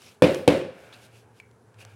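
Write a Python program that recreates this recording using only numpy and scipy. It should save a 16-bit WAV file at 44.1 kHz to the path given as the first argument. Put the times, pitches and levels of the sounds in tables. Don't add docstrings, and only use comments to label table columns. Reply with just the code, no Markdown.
import sys
import numpy as np
from scipy import signal
from scipy.fft import rfft, irfft
from scipy.io import wavfile

SR = 44100
rng = np.random.default_rng(int(sys.argv[2]) if len(sys.argv) > 2 else 0)


def transcribe(signal):
    frames = np.atleast_2d(signal).T
    limited = np.clip(frames, -1, 1)
    pcm = np.round(limited * 32767).astype(np.int16)
    wavfile.write(sys.argv[1], SR, pcm)


N = 85995
ROOM_RISE_S = 0.0085


def undb(db):
    return 10 ** (np.asarray(db) / 20)


def unit(x):
    return x / np.sqrt(np.mean(x ** 2) + 1e-20)


def curve(hz, points):
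    freqs, values = np.array(points, float).T
    return np.interp(np.log(hz + 1), np.log(freqs), values)


def colour(x, points):
    hz = np.arange(N // 2 + 1) * SR / N
    return unit(irfft(rfft(x) * undb(curve(hz, points)), N))


def noise(points):
    return colour(rng.standard_normal(N), points)


def since(start):
    return np.maximum(np.arange(N) / SR - start, 0)


def later(x, start):
    return x[(since(start) * SR).astype(int)]


def fade(t, t60, rise=0.00022):
    return (1 - np.exp(-t / rise)) * np.exp(-np.log(1000) * t / t60)


def ring(t, modes, rise, pitch=1):
    return sum(undb(db) * np.sin(2 * np.pi * hz * pitch * t) * fade(t, t60, rise)
               for hz, db, t60 in modes)


def swell(middle, half, db):
    return undb(db) * np.exp(-.5 * ((np.arange(N) / SR - middle) / half) ** 2)


def wander(per_s):
    steps = rng.standard_normal(2000)
    return np.interp(since(0) * per_s, np.arange(len(steps)), steps)


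def grains(per_s=14000, spread_db=1.5):
    hit = rng.random(N) < per_s / SR
    return hit * rng.standard_normal(N) * undb(spread_db * rng.exponential(size=N))


def rumble(hum_hz=115, width_hz=3, drone_hz=103):
    # frequency in Hz, relative spectral density in dB.
    air = [(30, -42.5), (65, -12), (100, -3.5), (160, -10.5), (240, -8.5), (290, -16.5), (440, -6.5),
           (600, -18.5), (900, -17), (1200, -22), (1600, -21.5), (2300, -36), (4000, -37.5), (11000, -38),
           (12500, -49.5), (16000, -52)]
    band = [(hum_hz + k * width_hz, db) for k, db in [(-2, -70), (-.5, -4), (0, 0), (.5, -4), (2, -70)]]
    hum = undb(-60) * noise(band) * np.tanh(since(0.52) / 0.11)
    drone = unit(np.sin(2 * np.pi * drone_hz * since(0))) * swell(middle=1.934, half=0.13, db=-50.5)
    return undb(-58.5) * noise(air) + hum + drone


def arm_slides():
    # middle in seconds, half length in seconds, level in dB.
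    slides = [(.02, 0.16, -66), (0.86, 0.17, -53), (1.283, 0.11, -71), (1.87, 0.087, -58)]
    # frequency in Hz, relative spectral density in dB.
    friction = [(150, -9), (450, 2), (640, 3.5), (1100, -7.5), (1600, 1.5), (1950, -10.5), (2300, -1.5),
                (3200, -12.5), (6000, -35.5)]
    return noise(friction) * sum(swell(*slide) for slide in slides)


def leaf_rustle():
    # middle in seconds, half length in seconds, level in dB.
    strokes = [(0.056, 0.061, -55), (0.843, 0.068, -62), (0.971, 0.027, -60.5), (1.045, 0.023, -56),
               (1.169, 0.039, -60.5), (1.382, 0.021, -64), (1.812, 0.016, -54.5), (1.91, 0.055, -66)]
    # frequency in Hz, relative spectral density in dB.
    leaves = [(500, -3), (1500, -15.5), (2700, 1), (4500, -4), (7000, -7.5), (10000, -8), (13000, -14.5),
              (16000, -23)]
    return colour(grains(), leaves) * sum(swell(*stroke) for stroke in strokes)


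def stem_scrapes():
    # middle in seconds, half length in seconds, level in dB, resonance in Hz.
    scrapes = [(0.074, 0.033, -57, 2470), (0.075, 0.022, -57.5, 5500), (0.929, 0.0027, -47.5, 3600),
               (.941, 0.0051, -44.5, 4060), (0.944, 0.0096, -55, 2600), (1.154, .015, -61.5, 2730),
               (1.292, 0.05, -65.5, 840), (1.791, 0.0023, -54.5, 2630), (1.818, 0.011, -49, 2600)]
    # multiple of the resonance frequency, relative spectral density in dB.
    peak = [(.3, -9), (.75, -11), (1, 3), (1.3, -17), (2.5, -23), (5, -47)]
    return sum(colour(grains(), [(hz * k, level) for k, level in peak]) * swell(middle, half, db)
               for middle, half, db, hz in scrapes)


def ticks(pair_ratio=1.08, echo_db=-22):
    # start in seconds, level in dB, lower mode in Hz, its t60 in seconds, snap in dB re it.
    contacts = [(0.0197, -49, 1230, 0.015, 7), (.3455, -41, 5280, 0.021, 13.5),
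                (1.4, -35.5, 2330, 0.024, -10.5), (1.513, -66, 4205, 0.0053, 19.5),
                (1.7430, -55, 1560, 0.014, 2.5), (1.8500, -40, 2440, 0.0083, 6.5)]
    # frequency in Hz, relative spectral density in dB.
    snap_spectrum = [(1000, 5), (2500, 3), (4500, -1), (7500, -1), (10000, -9), (16000, -22)]
    out = 0
    for start, db, hz, t60, snap_db in contacts:
        t = since(start)
        snap = undb(snap_db) * noise(snap_spectrum) * fade(t, 0.79 * t60)
        pair = ring(t, [(hz, 0, t60), (hz * pair_ratio, -8.5, t60)], rise=0.0003)
        band = [(hz / 2, -40), (hz * .85, -13), (hz, 0), (hz * 0.94, -11), (hz * 2, -40)]
        echo = undb(echo_db) * noise(band) * fade(t, t60=.38, rise=ROOM_RISE_S)
        out = out + undb(db) * (pair + snap + echo)
    return out


def plant_shiver():
    # frequency in Hz, relative spectral density in dB.
    hiss = [(2000, -17.5), (4500, 0), (7000, -1.5), (10000, 0), (13000, -6), (16000, -7)]
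    # middle in seconds, half length in seconds, level in dB.
    shivers = [(0.347, .055, -51.5), (.56, .04, -56)]
    return colour(grains(), hiss) * sum(swell(*shiver) for shiver in shivers)


def standing_waves(beat_per_s=28, beat_depth=0.93):
    # frequency in Hz, relative level in dB, t60 in seconds.
    modes = [(87, -40.5, 0.52), (170.4, -29.5, .46), (292.1, -17, 0.26), (357, -20.5, 0.36),
             (466, -26.5, 0.17), (507.5, -25.5, 0.51), (535, -20.5, 0.47), (546, -24.5, 0.47),
             (614, -32.5, 0.43), (732, -43.5, .33), (962, -41, 0.18), (1005, -41, .36)]
    return sum(ring(since(0), [mode], ROOM_RISE_S) * (1 + beat_depth * wander(beat_per_s))
               for mode in modes)


def diffuse_echo(level_db=-18.5, spread_db=1.0):
    # frequency in Hz, relative spectral density in dB.
    tail = [(45, -51.5), (85, -14), (170, -3), (260, -5.5), (370, -1.5), (520, -0.5), (640, -7.5),
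            (780, -13), (1150, -20), (1700, -19.5), (2600, -20.5), (4000, -29), (6800, -39), (9500, -38.5),
            (16000, -51.5)]
    # frequency in Hz, t60 in seconds.
    decay_times = [(100, .48), (500, 0.47), (2500, 0.51), (6000, 0.53), (14000, 0.25)]
    clumps = undb(level_db + spread_db * wander(per_s=400))
    spectrum, hz = rfft(noise(tail)), np.arange(N // 2 + 1) * SR / N
    octave = np.clip(np.log2((hz + 1) / 125), 0, 7)
    out = 0
    for k in range(8):
        band = irfft(spectrum * np.maximum(1 - abs(octave - k), 0), N)
        out = out + band * fade(since(0), curve(125 * 2 ** k, decay_times), ROOM_RISE_S)
    return clumps * out


def rim_chatter(grit_db=-10.5):
    # start in seconds, level in dB.
    contacts = [(0.2301, -19.5), (0.2421, -16.5), (0.2465, -24), (0.277, -30), (0.487, -18)]
    # frequency in Hz, relative level in dB, t60 in seconds.
    modes = [(1567, -9, 0.017), (2480, -3, .018), (2610, -1, .016), (2935, -6, .014), (4870, -7, 0.01),
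             (5290, -9.5, .012)]
    # frequency in Hz, relative spectral density in dB.
    grit_spectrum = [(1200, -14.5), (2500, 1.5), (3800, -17.5), (5100, -4), (6500, -25), (9500, -21.5),
                     (16000, -41.5)]
    grit = undb(grit_db) * noise(grit_spectrum)
    out = 0
    for start, db in contacts:
        t = since(start)
        out = out + undb(db) * (ring(t, modes, rise=.0003) + grit * fade(t, t60=.011))
    return out


def knocks(force_rise_s=0.002, reflection_s=.0083, reflection_db=-14.5):
    # start in seconds, gains of thump, crack and room in dB, pitch ratio of the thump,
    # resonance of the crack in Hz. The first knock is a double contact.
    impacts = [(0.2213, 2.5, 2, 4.5, 0.96, 2530), (0.237, 0, -9, -23, 0.96, 2470),
               (.4770, 3, 6.5, 3, 0.94, 3190)]
    # frequency in Hz before the pitch ratio, relative level in dB, t60 in seconds.
    pot_modes = [(189, -9.5, .05), (345, -4.5, .04), (440, -16.5, 0.031), (522, -0.5, 0.045),
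                 (769, -17, .025), (861, -21.5, .025), (1330, -27, 0.0083), (2510, -23, .04),
                 (3650, -27.5, .025), (5130, -36, 0.012)]
    # frequency in Hz, relative spectral density in dB.
    crack_spectrum = [(300, -0.5), (800, 10.5), (1100, -1), (1600, 2.5), (2200, -1.5), (2700, -1.5),
                      (3500, -4.5), (4300, -7), (5200, -15.5), (7000, -16), (9500, -16), (12500, -22.5),
                      (16000, -35.5)]
    room = standing_waves() + diffuse_echo()
    t, out = since(0), 0
    for start, thump_db, crack_db, room_db, pitch, crack_hz in impacts:
        thump = ring(t, pot_modes, force_rise_s, pitch)
        burst = undb(-13) * noise(crack_spectrum) * fade(t, t60=.026, rise=.0006)
        crack = burst + ring(t, [(crack_hz, -17.5, 0.017)], force_rise_s)
        direct = undb(thump_db) * thump + undb(crack_db) * crack
        nearest_wall = undb(reflection_db) * later(direct, start + reflection_s)
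        out = out + later(direct + undb(room_db) * room, start) + nearest_wall
    return out


def scene():
    pot = knocks() + plant_shiver() + rim_chatter()
    hands = ticks() + leaf_rustle() + stem_scrapes() + arm_slides()
    return (pot + hands + rumble())[None]


def record(dry, bass_hz=70, top_hz=16000):
    x = signal.sosfilt(signal.butter(6, bass_hz, "high", fs=SR, output="sos"), dry)
    x = x / (1 + x ** 8) ** (1 / 8)
    return signal.sosfilt(signal.ellip(8, .2, 70, top_hz, fs=SR, output="sos"), x)


dry = scene()
out = record(dry)
transcribe(out)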